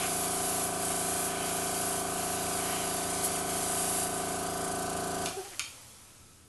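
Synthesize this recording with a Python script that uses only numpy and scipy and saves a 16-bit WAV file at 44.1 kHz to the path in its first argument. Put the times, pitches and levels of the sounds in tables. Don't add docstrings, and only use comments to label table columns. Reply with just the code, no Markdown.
import sys
import numpy as np
from scipy import signal
from scipy.fft import rfft, irfft, next_fast_len
from scipy.io import wavfile

SR = 44100
rng = np.random.default_rng(int(sys.argv[2]) if len(sys.argv) > 2 else 0)


def transcribe(signal):
    frames = np.atleast_2d(signal).T
    limited = np.clip(frames, -1, 1)
    pcm = np.round(limited * 32767).astype(np.int16)
    wavfile.write(sys.argv[1], SR, pcm)


N = 285760
TIME = np.arange(N) / SR
ASIDE_S, STOP_S = 4.01, 5.27
TURNS_PER_S = 27.924


# frequency_hz, density_db
NOZZLE_HISS = [(4500, -24.5), (6200, -12), (7200, -4), (8700, 2.5), (9600, 2.5), (10600, 2.5),
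               (12000, -8.5)]
# frequency_hz, density_db
TOP_SIZZLE = [(7500, -2), (9300, -25), (10000, 2), (10800, 5.5), (11500, 5), (12000, -3.5)]
def airbrush(turns):
    on_stencil, hiss_power, sizzle_power, rush_power = sweeps()
    aside = ramp(ASIDE_S, 0.81)
    puff = np.tanh(3 * (np.cos(2 * np.pi * (turns - .82)) - .35))
    taut_db, slack_db = 0.8, 3
    puff_db = (taut_db + (slack_db - taut_db) * aside) * (puff - puff.mean())
    treble_db = -4.5 * aside + 0.5 * drift(38)
    jet = 0
    for free_air_db, power, spectrum in [(-40.5, hiss_power, NOZZLE_HISS), (-45.5, sizzle_power, TOP_SIZZLE)]:
        level = np.sqrt(from_db(free_air_db) ** 2 + power)
        jet += level * from_db(1.13 * drift(6.2)) * noise(spectrum, side_db=-47.5)
    jet *= from_db(puff_db + treble_db)
    body = rush(rush_power) * from_db(0.49 * puff_db - 0.5 * aside)
    body += splash(on_stencil) * from_db(treble_db)
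    return (jet + body) * fade(STOP_S, 180)


# start_s, end_s, hiss_db, sizzle_above_hiss_db, rush_db
STENCIL_SWEEPS = [(-0.1, 0.664, -39.5, 0.5, -43), (0.808, 1.28, -37.5, -4, -43.5),
                  (1.44, 1.993, -41, 1.5, -44), (2.167, 3.07, -48.5, 5.5, -43.5),
                  (3.1, 3.394, -41.5, -8, -42), (3.49, 4.053, -36.5, -4, -42.5)]
def sweeps(attack_s=0.1, release_s=0.078):
    on_stencil, hiss_power, sizzle_power, rush_power = np.zeros((4, N))
    for start_s, end_s, hiss_db, sizzle_above_hiss_db, rush_db in STENCIL_SWEEPS:
        gate = ramp(start_s - attack_s / 2, attack_s) * (1 - ramp(end_s - release_s / 2, release_s))
        on_stencil += gate
        hiss_power += gate * from_db(hiss_db) ** 2
        sizzle_power += gate * from_db(hiss_db + sizzle_above_hiss_db) ** 2
        rush_power += gate * from_db(rush_db) ** 2
    return on_stencil, hiss_power, sizzle_power, rush_power


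# frequency_hz, density_db
AIR_RUSH = [(900, 3), (1800, -1), (2500, -0.5), (3900, 1), (4700, 1.5), (5400, 0.5), (6300, 4), (7500, 3),
            (10000, -2)]
# pitch_hz, width_hz, gain_db
HOLLOW_TONES = [(2830, 45, -11), (4650, 37, 1.5), (4880, 43, 0), (5670, 47, -13)]
def rush(sweep_power, free_air_db=-43):
    flow = noise(AIR_RUSH)
    hollows = sum(from_db(db) * resonance(flow, hz, width_hz) for hz, width_hz, db in HOLLOW_TONES)
    return np.sqrt(from_db(free_air_db) ** 2 + sweep_power) * (flow + hollows)


# frequency_hz, density_db
AIR_SPLASH = [(1200, 1), (1950, -4.5), (2350, 2), (2750, -2), (3100, 1.5), (3700, -9), (5000, -13)]
# peak_s, half_length_s, level_db
EDGE_CATCHES = [(0.035, 0.032, -37.5), (1.417, 0.12, -43.5), (2.74, 0.11, -43.5)]
def splash(on_stencil, free_air_db=-48.5, sweep_db=-53.5):
    edge_power = sum((from_db(db) * swell(s, half_s)) ** 2 for s, half_s, db in EDGE_CATCHES)
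    power = from_db(free_air_db) ** 2 + on_stencil * from_db(sweep_db) ** 2 + edge_power
    return np.sqrt(power) * noise(AIR_SPLASH)


# peak_s, half_length_s,
# level_db, centre_hz, octave_away_db
NOISE_BURSTS = [(3.254, 0.017, -27.5, 10300, -16), (5.28, 0.031, -45, 5630, -24),
                (5.536, 0.015, -51, 1990, -21)]
def bursts():
    return sum(from_db(db) * swell(s, half_s) * noise([(hz / 2, skirt_db), (hz, 0), (hz * 2, skirt_db)])
               for s, half_s, db, hz, skirt_db in NOISE_BURSTS)


# multiple, relative_db
DRONE_HARMONICS = [(1, -21), (2, -18), (3, -12), (4, -13), (5, -33), (6, -5), (7, -8), (8, -11), (9, -13),
                   (10, -5), (11, -11), (12, -14), (13, -7), (14, -1), (15, -14), (16, -9), (17, -19),
                   (18, -13), (19, -33), (20, -21), (21, -10), (22, -14), (23, -16), (24, -2), (25, -2),
                   (26, 0), (27, -11), (28, -9), (29, -26), (30, -13), (31, -28), (32, -20), (33, -24),
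                   (34, -23), (35, -10), (36, -12), (37, -15), (38, -14), (39, -22), (40, -24), (41, -22),
                   (42, -11), (43, -13), (44, -25), (45, -17), (46, -18), (47, -19), (48, -17), (49, -25),
                   (50, -22), (51, -30), (52, -27), (53, -22), (54, -8), (55, -13), (56, -32), (57, -19),
                   (58, -19)]
# lowest_hz, moment_turns, scatter_rad
PUMP_PARTS = [(20, .15, 2.5), (350, .53, .9), (460, .3, 1.8), (655, .34, .25), (740, .2, 1.6),
              (1420, .3, .6)]
def pump_drone(turns):
    shaky_turns = turns + .0009 * drift(12)
    lowest_hz, moment_turns, scatter_rad = np.transpose(PUMP_PARTS)
    drone = np.zeros(N)
    for multiple, (_, relative_db) in enumerate(DRONE_HARMONICS, 1):
        part = max(np.searchsorted(lowest_hz, multiple * TURNS_PER_S) - 1, 0)
        angle = 2 * np.pi * multiple * (shaky_turns - moment_turns[part])
        angle += scatter_rad[part] * rng.standard_normal()
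        drone += from_db(relative_db + .5 * drift(6.9)) * np.cos(angle)
    lift_db = 0.28 + 0.75 * ramp(ASIDE_S, STOP_S - ASIDE_S)
    return from_db(lift_db) * rms_one(drone) * fade(STOP_S, 200)


# frequency_hz, density_db
PUMP_RATTLE = [(30, -14), (130, -9.5), (300, -6.5), (520, -4), (730, -1), (900, -26), (1100, 0.5),
               (1270, 2.5), (1450, -7.5), (1750, -12), (2000, -49)]
def pump_rattle(turns):
    rattle = noise(PUMP_RATTLE) * (1 + .3 * np.cos(2 * np.pi * (turns - .22)))
    casing = rms_one(ring(rattle, hz=753.5, width_hz=28))
    return (from_db(-11.5) * rattle + from_db(-18.5) * casing) * fade(STOP_S, 77)


def crank(coast_s):
    speed = TURNS_PER_S * np.clip(1 - (TIME - STOP_S) / coast_s, 0, 1)
    return np.cumsum(speed) / SR


def coasting(turns, level_db, db_per_s, blur_hz, multiple):
    angle = 2 * np.pi * multiple * turns
    tone = drift(blur_hz) * np.sin(angle) + drift(blur_hz) * np.cos(angle)
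    return from_db(level_db) * ramp(STOP_S, 0.094) * fade(STOP_S, db_per_s) * tone


# start_s, length_s, pitch_hz, fundamental_db, second_relative_db
INTAKE_HONKS = [(5.324, 0.062, 375, -51, 9), (5.367, 0.05, 393, -32, -12), (5.394, 0.043, 378, -55, 12.5),
                (5.445, 0.059, 394, -47, -3), (5.507, 0.041, 360, -53, -3)]
def honks(sag, fourth_db, roughness, rasp_db):
    out = np.zeros(N)
    waver = roughness * drift(61.5)
    for start_s, length_s, pitch_hz, fundamental_db, second_db in INTAKE_HONKS:
        along = np.clip((TIME - start_s) / length_s, 0, 1)
        angle = 2 * np.pi * np.cumsum(pitch_hz * (1 - sag * (along - .5) + waver)) / SR
        overtones = from_db(second_db) * np.sin(2 * angle) + from_db(fourth_db) * np.sin(4 * angle)
        tone = np.sin(angle) + overtones * from_db(rasp_db * drift(89))
        out += from_db(fundamental_db) * np.abs(np.sin(np.pi * along ** 0.72)) * tone
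    return out


# start_s, force_db
CLACK_HITS = [(5.2592, -5), (5.449, -22), (5.5947, 0)]
# pitch_hz, width_hz, gain_db
STRUCK_MODES = [(1340, 450, -2), (2410, 580, 2.5), (3130, 690, 2.5), (3670, 890, -3), (4450, 980, 1),
                (5400, 1500, -6), (6660, 970, 2), (9700, 4000, -3.5)]
def clacks(gain_db, contact_s, grit_db):
    force = np.zeros(N)
    for start_s, force_db in CLACK_HITS:
        grit = rng.standard_normal(N) * np.exp(-np.abs(TIME - start_s) / contact_s) * (TIME >= start_s)
        force += from_db(force_db + grit_db) * grit / np.linalg.norm(grit)
        force[round(start_s * SR)] += from_db(force_db)
    modes = [(-1) ** k * from_db(db) * ring(force, hz, width_hz)
             for k, (hz, width_hz, db) in enumerate(STRUCK_MODES)]
    return from_db(gain_db) * sum(modes)


# frequency_hz, density_db
HOSE_LEAK = [(500, -0.5), (1200, -2.5), (1800, -5), (2500, -4), (4000, -4.5), (6000, -2.5), (8300, -2),
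             (9500, -1.5), (10500, -1), (12000, -3.5)]
def leak(level_db, attack_s, db_per_s):
    envelope = ramp(STOP_S - attack_s, attack_s) * fade(STOP_S, db_per_s)
    return from_db(level_db) * envelope * noise(HOSE_LEAK)


# peak_s, half_length_s, level_db, pitch_hz, width_hz
THIN_TONE = (5.5, 1.1, -70.5, 1308, 48)
def faint_ring():
    peak_s, half_s, level_db, pitch_hz, width_hz = THIN_TONE
    tone = rms_one(ring(rng.standard_normal(N), pitch_hz, width_hz))
    return from_db(level_db) * swell(peak_s, half_s) * tone


# pitch_hz, level_db, end_s
ROOM_HUMS = [(92.1, -58.5, 5.4), (147, -65.5, 5.3), (118.9, -66.5, 6.6)]
# frequency_hz, density_db
WORKROOM_TONE = [(20, 22.5), (42, -3), (85, 19), (150, 7.5), (260, 8.5), (450, 1), (1000, -11),
                 (1330, -14.5), (2000, -33)]
def background(tone_db, side_db):
    hums = np.zeros(N)
    for pitch_hz, level_db, end_s in ROOM_HUMS:
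        level = from_db(level_db + drift(15)) * fade(end_s, 120)
        hums += level * np.sqrt(2) * np.sin(2 * np.pi * (pitch_hz * TIME + rng.random()))
    return hums + from_db(tone_db) * noise(WORKROOM_TONE, side_db)


def surface_bounce(x, lag_s, sway_s, echo_db):
    lag = np.maximum(lag_s + sway_s * drift(0.68), 0)
    return x + from_db(echo_db) * np.array([np.interp(TIME - lag, TIME, channel) for channel in x])


def room(x, wet_db, wall_hz, t60_s=0.37):
    t = TIME[:SR]
    tail = rng.standard_normal(SR) * from_db(-60 * t / t60_s) * np.clip(t / 0.0016 - .5, 0, 1)
    tail = signal.sosfilt(signal.butter(1, wall_hz, fs=SR, output="sos"), tail / np.linalg.norm(tail))
    return x + from_db(wet_db) * signal.fftconvolve(x, tail)[:N]


def from_db(db):
    return 10 ** (np.asarray(db) / 20)


def rms_one(x):
    return x / np.sqrt(np.mean(x ** 2) + 1e-20)


def drift(rate_hz):
    step = 40
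    pole = np.exp(-2 * np.pi * step * rate_hz / SR)
    slow = signal.lfilter([1], [1, -2 * pole, pole * pole], rng.standard_normal(N // step + 2002))[2000:]
    return np.interp(np.arange(N) / step, np.arange(len(slow)), rms_one(slow))


def noise(spectrum, side_db=-55):
    size = next_fast_len(N)
    log_hz = np.log(np.fft.rfftfreq(size, 1 / SR) + 1)
    hz, db = np.transpose(spectrum)
    outside = np.maximum(np.log(hz[0]) - log_hz, 0) + np.maximum(log_hz - np.log(hz[-1]), 0)
    colour = from_db(np.interp(log_hz, np.log(hz), db)) * np.exp(-2 * outside)
    mid, side = irfft(rfft(rng.standard_normal((2, size))) * colour, size)[:, :N]
    return rms_one(mid + from_db(side_db) * side * [[1], [-1]])


def resonance(x, hz, width_hz):
    r = np.exp(-np.pi * width_hz / SR)
    poles = [1, -2 * r * np.cos(2 * np.pi * hz / SR), r * r]
    return signal.lfilter(np.array([1, 0, -1]) * (1 - r * r) / 2, poles, x + 1e-18)


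def ring(x, hz, width_hz):
    return resonance(resonance(x, hz, width_hz), hz, width_hz)


def ramp(start_s, length_s):
    return np.sin(np.pi / 2 * np.clip((TIME - start_s) / length_s, 0, 1)) ** 2


def swell(peak_s, half_s):
    return np.exp(-.5 * ((TIME - peak_s) / half_s) ** 2)


def fade(end_s, db_per_s):
    return from_db(-db_per_s * np.maximum(TIME - end_s, 0))


def scene():
    turns = crank(coast_s=1.5)
    pump = from_db(-36) * (pump_drone(turns) + pump_rattle(turns))
    pump += coasting(turns, level_db=-57, db_per_s=31, blur_hz=25, multiple=14)
    air = airbrush(turns) + bursts() + leak(level_db=-43, attack_s=0.094, db_per_s=14)
    air = surface_bounce(air, lag_s=0.00092, sway_s=0.000209, echo_db=-15.5)
    run_down = room(honks(sag=.06, fourth_db=-20, roughness=.012, rasp_db=3), wet_db=-14, wall_hz=3000)
    knocks = room(clacks(gain_db=0.5, contact_s=0.0033, grit_db=-4.0), wet_db=3.5, wall_hz=4530)
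    return air + pump + run_down + knocks + faint_ring() + background(tone_db=-60.0, side_db=-9)


def record(dry):
    return signal.sosfilt(signal.ellip(12, .1, 80, 11900, fs=SR, output="sos"), dry)


dry = scene()
out = record(dry)
transcribe(out)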